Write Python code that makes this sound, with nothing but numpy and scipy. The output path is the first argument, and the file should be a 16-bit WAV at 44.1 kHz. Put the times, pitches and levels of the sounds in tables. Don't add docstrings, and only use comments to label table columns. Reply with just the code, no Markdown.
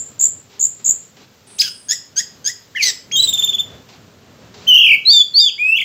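import sys
import numpy as np
from scipy import signal
from scipy.fft import rfft, irfft
from scipy.io import wavfile
from scipy.ndimage import uniform_filter1d, minimum_filter1d

SR = 44100
rng = np.random.default_rng(int(sys.argv[2]) if len(sys.argv) > 2 else 0)


def store_wav(level_fs):
    pcm = np.round(np.clip(np.atleast_2d(level_fs), -1, 1) * 32767)
    wavfile.write(sys.argv[1], SR, pcm.T.astype(np.int16))


def ratio_of_db(decibels):
    return 10 ** (np.asarray(decibels, float) / 20)


N = 257544
LEAD_SAMPLES = 8192

# t/s, level/dB
RUMBLE_LEVEL = [(0.0, -47.5), (0.83, -53), (0.89, -42), (1.01, -51.5), (2.6, -52.5), (3.17, -44.5),
                (3.89, -44.5), (3.95, -50), (4.67, -41), (4.81, -48.5), (4.93, -47), (5.58, -53.5),
                (5.84, -50)]
# f/Hz, density/dB
RUMBLE_SPECTRUM = [(15, -67.5), (25, -46.5), (76, -7.5), (101, -1.5), (260, -5.5), (323, -11.5),
                   (464, -8.5), (868, -18.5), (1410, -19), (2280, -24.5), (3200, -24.5), (8000, -34.5),
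                   (10400, -70.5), (17600, -120)]
# start t/s, length/s, level/dB
SWISH_EVENTS = [(0.202, 0.062, -47.5), (0.495, 0.086, -51), (0.793, 0.059, -54), (1.165, 0.065, -49.5),
                (1.469, 0.093, -52), (2.865, 0.079, -45.5), (3.358, 0.19, -46.5), (3.886, 0.07, -45.5),
                (4.54, 0.1, -43.5)]
# f/Hz, density/dB
SWISH_SPECTRUM = [(240, -26), (400, 8.5), (520, -11.5), (768, -1), (1570, -7), (4380, -4), (8000, -15),
                  (10400, -62.5), (17600, -120)]
# t/s, level/dB
TREBLE_BAND_LEVEL = [(1.46, -61), (1.475, -32), (1.58, -27), (1.885, -31.5), (1.9, -59)]
# f/Hz, t60/s
ROOM_T60 = [(1500, .5), (3000, 0.38), (5000, 0.35), (7500, 0.31), (12000, 0.24)]
# f/Hz, gain/dB
PHONE_RESPONSE = [(1000, 0), (7700, 1), (8200, -15.5), (8500, -21.5), (10000, -12.5), (11500, -17),
                  (14800, -11), (15800, -19.5), (16100, -61)]

# f/Hz, gain/dB
RASP_SPECTRUM = [(1200, -28.5), (2500, -5), (5000, 1), (8000, -6), (15000, -5.5)]
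# f/Hz, gain/dB
BEAK_RESPONSE = [(1500, 3), (3000, -2.5), (4200, -0.5), (5500, 1), (6500, 5.5), (7200, -6.5), (8000, -6),
                 (12000, 3)]
ROUGHNESS = dict(chuck=.4, chip=.15, croak=.55, lead=.35, screech=.3, buzz=.7, rattle_lead=.1, warble=.05)
CLEAR_ROUGHNESS = .04

CHUCK_EVENTS = [(1.884, 0.059, 1561, 2006, -26.5), (2.159, 0.057, 1439, 1974, -27),
                (2.443, 0.066, 1490, 1983, -28)]
CHUCK_SHAPE = [(0, 0.18, -20.5, 1), (.15, .2, -16, 10), (.5, .38, -7.5, 9.5), (.65, .58, -3, 4.5),
               (.82, .88, 2.5, -6.5), (1, 1, -7, -12)]
CHUCK_TIMBRE = (-4, 3, 8, -5, 1)
RISE_EVENTS = [(5.051, .086, 3878, 4850, -2.5), (5.338, 0.078, 4230, 4948, -4.5)]
RISE_SHAPE = [(0, 0.055, -22, 0.0043), (.1, .06, -8, 0), (.3, .34, -2, 0.0091), (.6, .62, 2, 0),
              (.88, .94, -2, 0), (1, 0.69, -10, 0.0046)]
RISE_TIMBRE = (-21.5, -30.5, -39, -14, -35)
FALL_EVENTS = [(3.113, 0.072, 3305, 3137, -11), (5.1, 0.12, 3674, 3426, -2), (5.384, 0.092, 3720, 3393, -6)]
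FALL_SHAPE = [(.12, 0.17, -12.5, 3), (.3, .12, -2.5, 1.5), (.55, .38, -0.5, 0), (.85, .78, -3, -2.5),
              (1, 1, 0, -8.5)]
FALL_TIMBRE = (-14.5, -30.5, -27.5, -8, -26.5)
# scoop from f/Hz, drop to f/Hz, drop/s
FALL_SCOOPS_DROPS = [(1970, 2950, .012), (3300, 3400, .01), (3100, 2150, .03)]
DROP_KNEE_SHARES = (.5, .28)
SCOOP_DB, DROP_DB, DROP_DULLS_DB = -16, -31, -11.5

# t/s, f/Hz, level/dB, overtones/dB
CHIP_NOTE = [(1.583, 2395, -38, 6.5), (1.592, 3810, -21.5, 10.5), (1.602, 5090, -6.5, -11),
             (1.61, 5105, -5, -1), (1.614, 4210, -11.5, 6), (1.619, 2816, -19, 8), (1.626, 1890, -13, 10)]
CHIP_TIMBRE = (-4.5, -12, -14, -19.5, -9.5)
CROAK_NOTE = [(1.604, 1634, -50, 14), (1.641, 1640, -39, 6), (1.69, 1443, -47, 10)]
CROAK_TIMBRE = (2.5, -22.5, -28, -29, 9)
SCREECH_LEAD_NOTE = [(2.749, 1576, -32.5, 0), (2.764, 2140, -15, 0.0026), (2.775, 1800, -23, 0),
                     (2.791, 1710, -41.5, 0)]
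SCREECH_LEAD_TIMBRE = (-35, -45, -35, -28, -18.5)
SCREECH_NOTE = [(2.75, 3098, -45, -22), (2.756, 3335, -33, -17), (2.775, 2992, -20, -16),
                (2.792, 2667, -21, -16), (2.812, 2354, -10.5, -16.5), (2.83, 2081, -23, 6.5),
                (2.887, 1968, -23.5, 11.5), (2.9, 1850, -29, 12.5), (2.909, 1700, -35.5, 17)]
SCREECH_TIMBRE = (-8, -9, -3, -11.5, -5.5)
SCREECH_BUZZ_NOTE = [(2.815, 4235, -29, 0), (2.832, 4490, -12.5, 0), (2.86, 4770, -24.5, 0),
                     (2.9, 5400, -23.5, 0)]
SCREECH_BUZZ_TIMBRE = (-21, -14, -24, -6, 1.5)
RATTLE_LEAD_NOTE = [(3.155, 3435, -21, -1.5), (3.166, 3660, -13.5, 2.5), (3.191, 3800, -12, -2),
                    (3.202, 3945, -3, -5.5), (3.213, 3920, -9, -10.5)]
RATTLE_LEAD_TIMBRE = (-3, -24.5, -8, -19, -22)

# start t/s, top f/Hz, level/dB
RATTLE_EVENTS = [(3.223, 4000, -7), (3.272, 3713, -11), (3.327, 3630, -10.5), (3.376, 3587, -12),
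                 (3.423, 3610, -8.5), (3.474, 3580, -11), (3.529, 3490, -13), (3.582, 3564, -11)]
# share of length, pitch factor, level/dB
ARCH_SHAPE = [(0, .74, -12), (.06, .89, -9), (.17, .97, -5), (.45, 1.0, -1), (.72, .995, 0), (.88, .96, -6),
              (1, .87, -14)]
RATTLE_TIMBRE = (-15, -27.5, -13, -23, -26.5)
ARCH_S = .034
RATTLE_BRIGHT_DB, RATTLE_DULLS_DB_PER_S = 9.5, -40.5

# start t/s, top f/Hz, drop/Hz, level/dB
TRILL_EVENTS = [(-.118, 7700, 862, 0), (.192, 7800, 1046, -3.5), (0.594, 7670, 1054, -5),
                (.843, 7727, 1163, -4)]
TRILL_PERIODS_S = [.0138, .0141, .0135, .0147]
# share of period, share of drop, level/dB
SWEEP_SHAPE = [(0, .4, -16), (.12, 0, -9), (.35, .35, -6), (.6, .75, 0), (.78, 1.0, -12)]
# sweep number, pitch factor, level/dB
TRILL_COURSE = [(0, .96, -7.5), (0.999, .99, -1), (3.999, 1.01, 0.5), (5, 1.01, -10)]
TRILL_TIMBRE = (-16, -32, -40, -9, -29)

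# t/s, crest f/Hz, dip below crest/Hz, level/dB, overtones/dB
WARBLE_NOTES = [
    [(4.668, 2700, -4.5, -29.5, 5), (4.678, 3175, 18, -10.5, 9.5), (4.692, 3090, 38.5, -3.5, 6.5),
     (4.726, 3014, 176.5, -2.5, -6), (4.752, 3110, 331, -0.5, 6), (4.775, 3220, 468.5, -3.5, 0.5),
     (4.829, 3323, 655, -6.5, -4.5), (4.879, 3123, 772.5, -7, -3), (4.928, 2715, 503.5, -4.5, -9),
     (4.948, 2488, 260, -5, -3.5), (4.962, 2345, 100, -15.5, -7)],
    [(5.58, 2140, 1, -34.5, 0.5), (5.596, 2396, 0.63, -18, -1.5), (5.63, 2469, 1, -12, -13.5),
     (5.71, 2632, 1, -10.5, -4), (5.745, 2713, 1, -9, -7), (5.766, 3020, 1, -16.5, 8),
     (5.774, 3430, 1600, -12.5, 1.5), (5.794, 3620, 1350, -15.5, -3), (5.815, 3415, 1450, -15.5, 3.5),
     (5.839, 3274, 790, -18.5, -6.5)],
]
# crest t/s, turn/s
WARBLE_VIBRATOS = [(4.726, .0254), (5.7722, .0284)]
WARBLE_TIMBRES = [(-29, -42.5, -19, -0.48, -38.5), (-32.5, -29, -20, -1.5, -59)]


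def colour(x, points):
    hz, db = np.transpose(points)
    f_hz = np.maximum(np.arange(len(x) // 2 + 1) * SR / len(x), 1)
    gain_db = np.interp(np.log(f_hz), np.log(hz), db)
    return irfft(rfft(x) * ratio_of_db(gain_db), len(x))


def unit(x):
    return x / np.sqrt(np.mean(x ** 2))


def walk(rate_hz, size):
    k = int(SR / rate_hz)
    smooth = uniform_filter1d(rng.standard_normal(size), k)
    return unit(uniform_filter1d(smooth, k))


def noise(size, points):
    return colour(rng.standard_normal(size), points)


def level_curve(rows):
    s, db = np.transpose(rows)
    return ratio_of_db(np.interp(np.arange(N) / SR, s, db))


def hiss():
    treble = noise(N, [(7000, 4.5), (10000, -8), (13000, 12.5)])
    return ratio_of_db(-57) * treble * ratio_of_db(1.5 * walk(5, N))


def rumble():
    return unit(noise(N, RUMBLE_SPECTRUM)) * level_curve(RUMBLE_LEVEL) * ratio_of_db(1.8 * walk(9, N))


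def treble_band():
    band = noise(N, [(7950, -68), (8100, 1.5), (10200, -6.5), (10400, -64.5)])
    return unit(band) * level_curve(TREBLE_BAND_LEVEL)


def swishes():
    t = np.arange(N) / SR
    envelope = 0
    for start, length, db in SWISH_EVENTS:
        corners_s = [start, start + 0.003, start + length, start + 1.6 * length]
        envelope = envelope + ratio_of_db(db) * np.interp(t, corners_s, [0.02, 1, 0.66, 0.029])
    broad = unit(noise(N, SWISH_SPECTRUM + [(16000, -46.5)]))
    return broad * envelope * ratio_of_db(2.0 * walk(60, N))


def background():
    return rumble() + swishes() + treble_band() + hiss()


def room(x):
    t = np.arange(SR) / SR

    def fade(t60_s):
        return np.exp(-np.log(1000) * t / t60_s)

    sparse = rng.standard_normal(SR) * (rng.random(SR) < .02)
    echoes = sparse * fade(.12) * (t > .008)
    tail = 0
    for k, (_, t60_s) in enumerate(ROOM_T60):
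        band = [(hz, 0 if j == k else -30) for j, (hz, _) in enumerate(ROOM_T60)]
        tail = tail + noise(SR, band) * fade(t60_s)
    tail = tail * np.minimum(1, t / 0.0088)
    tail = unit(colour(tail, [(800, -10.5), (2000, 14)]))
    answer = (ratio_of_db(-10) * unit(echoes) + ratio_of_db(-8) * tail) / np.sqrt(SR)
    return x + signal.fftconvolve(x, answer)[:len(x)]


def add(air, start_s, x):
    i = int(start_s * SR) + LEAD_SAMPLES
    air[i:i + len(x)] += x[:len(air) - i]


def syrinx(hz, db, bright_db, voice, rough):
    second_db, third_db, fourth_db, step_db, rasp_db = voice
    size = len(hz)
    hz = uniform_filter1d(hz, size=90, mode="nearest")
    phase = 2 * np.pi * np.cumsum(hz * (1 + .04 * rough * walk(700, size))) / SR
    levels_db = [second_db, third_db] + [fourth_db + k * step_db for k in range(7)]
    upper = 0
    for harmonic, harmonic_db in enumerate(levels_db, 2):
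        audible = harmonic * hz < .45 * SR
        upper = upper + ratio_of_db(harmonic_db) * np.sin(harmonic * phase) * audible
    upper = upper * ratio_of_db(3.5 * walk(350, size))
    rasp = ratio_of_db(rasp_db) * noise(size, RASP_SPECTRUM)
    n = np.arange(size)
    edge = np.minimum(1, np.minimum(n, n[::-1] / 5) / (.001 * SR))
    tone = np.sin(phase) + ratio_of_db(bright_db) * (upper + rasp)
    return tone * edge * ratio_of_db(db + 6.1 * rough * walk(400, size))


def sing(air, rows, voice, rough):
    s, *columns = np.transpose(rows)
    t = np.arange(s[0], s[-1], 1 / SR)
    hz, db, bright_db = (np.interp(t, s, c) for c in columns)
    add(air, s[0], syrinx(hz, db, bright_db, voice, rough))


def glide(row, shape):
    start, length, from_hz, to_hz, db = row
    return [(start + u * length, from_hz + g * (to_hz - from_hz), db + shape_db, bright_db)
            for u, g, shape_db, bright_db in shape]


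def chucks(air):
    for row in CHUCK_EVENTS:
        sing(air, glide(row, CHUCK_SHAPE), CHUCK_TIMBRE, ROUGHNESS["chuck"])


def slurs(air):
    for row in RISE_EVENTS:
        sing(air, glide(row, RISE_SHAPE), RISE_TIMBRE, CLEAR_ROUGHNESS)
    time_share, share = DROP_KNEE_SHARES
    for row, (scoop_hz, drop_hz, drop_s) in zip(FALL_EVENTS, FALL_SCOOPS_DROPS):
        body = glide(row, FALL_SHAPE)
        first, last = body[0], body[-1]
        scoop = (row[0], scoop_hz, row[-1] + SCOOP_DB, first[-1])
        drop = (last[0] + drop_s, drop_hz, row[-1] + DROP_DB, last[-1] + DROP_DULLS_DB)
        knee = np.add(last, np.subtract(drop, last) * [time_share, share, share, share])
        sing(air, [scoop, *body, knee, drop], FALL_TIMBRE, CLEAR_ROUGHNESS)


def single_notes(air):
    sing(air, RATTLE_LEAD_NOTE, RATTLE_LEAD_TIMBRE, ROUGHNESS["rattle_lead"])
    sing(air, CHIP_NOTE, CHIP_TIMBRE, ROUGHNESS["chip"])
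    sing(air, CROAK_NOTE, CROAK_TIMBRE, ROUGHNESS["croak"])
    sing(air, SCREECH_LEAD_NOTE, SCREECH_LEAD_TIMBRE, ROUGHNESS["lead"])
    sing(air, SCREECH_NOTE, SCREECH_TIMBRE, ROUGHNESS["screech"])
    sing(air, SCREECH_BUZZ_NOTE, SCREECH_BUZZ_TIMBRE, ROUGHNESS["buzz"])


def trills(air):
    number, factor, swell_db = np.transpose(TRILL_COURSE)
    for (start, top_hz, drop_hz, db), period_s in zip(TRILL_EVENTS, TRILL_PERIODS_S):
        rows = []
        for k in range(6):
            sweep_top_hz = np.interp(k, number, factor) * top_hz
            run_db = db + np.interp(k, number, swell_db)
            for u, d, sweep_db in SWEEP_SHAPE:
                rows.append((start + (k + u) * period_s, sweep_top_hz - d * drop_hz, run_db + sweep_db, 0))
        sing(air, rows, TRILL_TIMBRE, CLEAR_ROUGHNESS)


def rattle(air):
    for start, top_hz, db in RATTLE_EVENTS:
        bright_db = RATTLE_BRIGHT_DB + RATTLE_DULLS_DB_PER_S * (start - RATTLE_EVENTS[0][0])
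        rows = [(start + u * ARCH_S, factor * top_hz, db + arch_db, bright_db)
                for u, factor, arch_db in ARCH_SHAPE]
        sing(air, rows, RATTLE_TIMBRE, CLEAR_ROUGHNESS)


def vibrato(rows, crest_s, turn_s):
    s, *columns = np.transpose(rows)
    t = np.arange(s[0], s[-1], .001)
    crest_hz, dip_hz, db, bright_db = (np.interp(t, s, c) for c in columns)
    turn = (t - crest_s) / turn_s % 1
    swing = np.interp(turn, [0, .1, .62, .74, 1], [0, .04, .95, 1, 0])
    swing = uniform_filter1d(swing, size=3)
    snap = np.interp(turn, [0, .12, .75, .9, 1], [.6, 0, 0, 1, .6])
    snap_db = -5.0 * snap * dip_hz / dip_hz.max()
    return np.transpose([t, crest_hz - dip_hz * swing, db + snap_db, bright_db])


def warbles(air):
    for rows, (crest_s, turn_s), voice in zip(WARBLE_NOTES, WARBLE_VIBRATOS, WARBLE_TIMBRES):
        sing(air, vibrato(rows, crest_s, turn_s), voice, ROUGHNESS["warble"])


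def thrush():
    air = np.zeros(N + LEAD_SAMPLES)
    chucks(air)
    slurs(air)
    single_notes(air)
    air = colour(air, BEAK_RESPONSE)
    trills(air)
    rattle(air)
    warbles(air)
    return air


def scene():
    return (room(thrush())[LEAD_SAMPLES:] + background())[None]


def flicker_treble(x):
    for hz in np.arange(8800, 16000, 600):
        band = colour(x, [(hz - 400, -80), (hz - 300, -3), (hz, 0), (hz + 300, -3), (hz + 400, -80)])
        x = x + band * (.6 * walk(900, N) - .3)
    return x


def roll_off(x):
    return signal.sosfilt(signal.butter(12, 16130, fs=SR, output="sos"), x)


def record(dry):
    x = dry[0] - .05 * dry[0] ** 3
    x = flicker_treble(x)
    x = colour(x, PHONE_RESPONSE)
    x = colour(x, [(15900, 0), (16130, -70)])
    peak = -minimum_filter1d(-np.abs(x), size=260)
    limit_gain = np.minimum(1, .96 / (peak + 1e-9))
    mix = x * uniform_filter1d(limit_gain, size=130)
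    return roll_off(mix[None])


dry = scene()
out = record(dry)
store_wav(out)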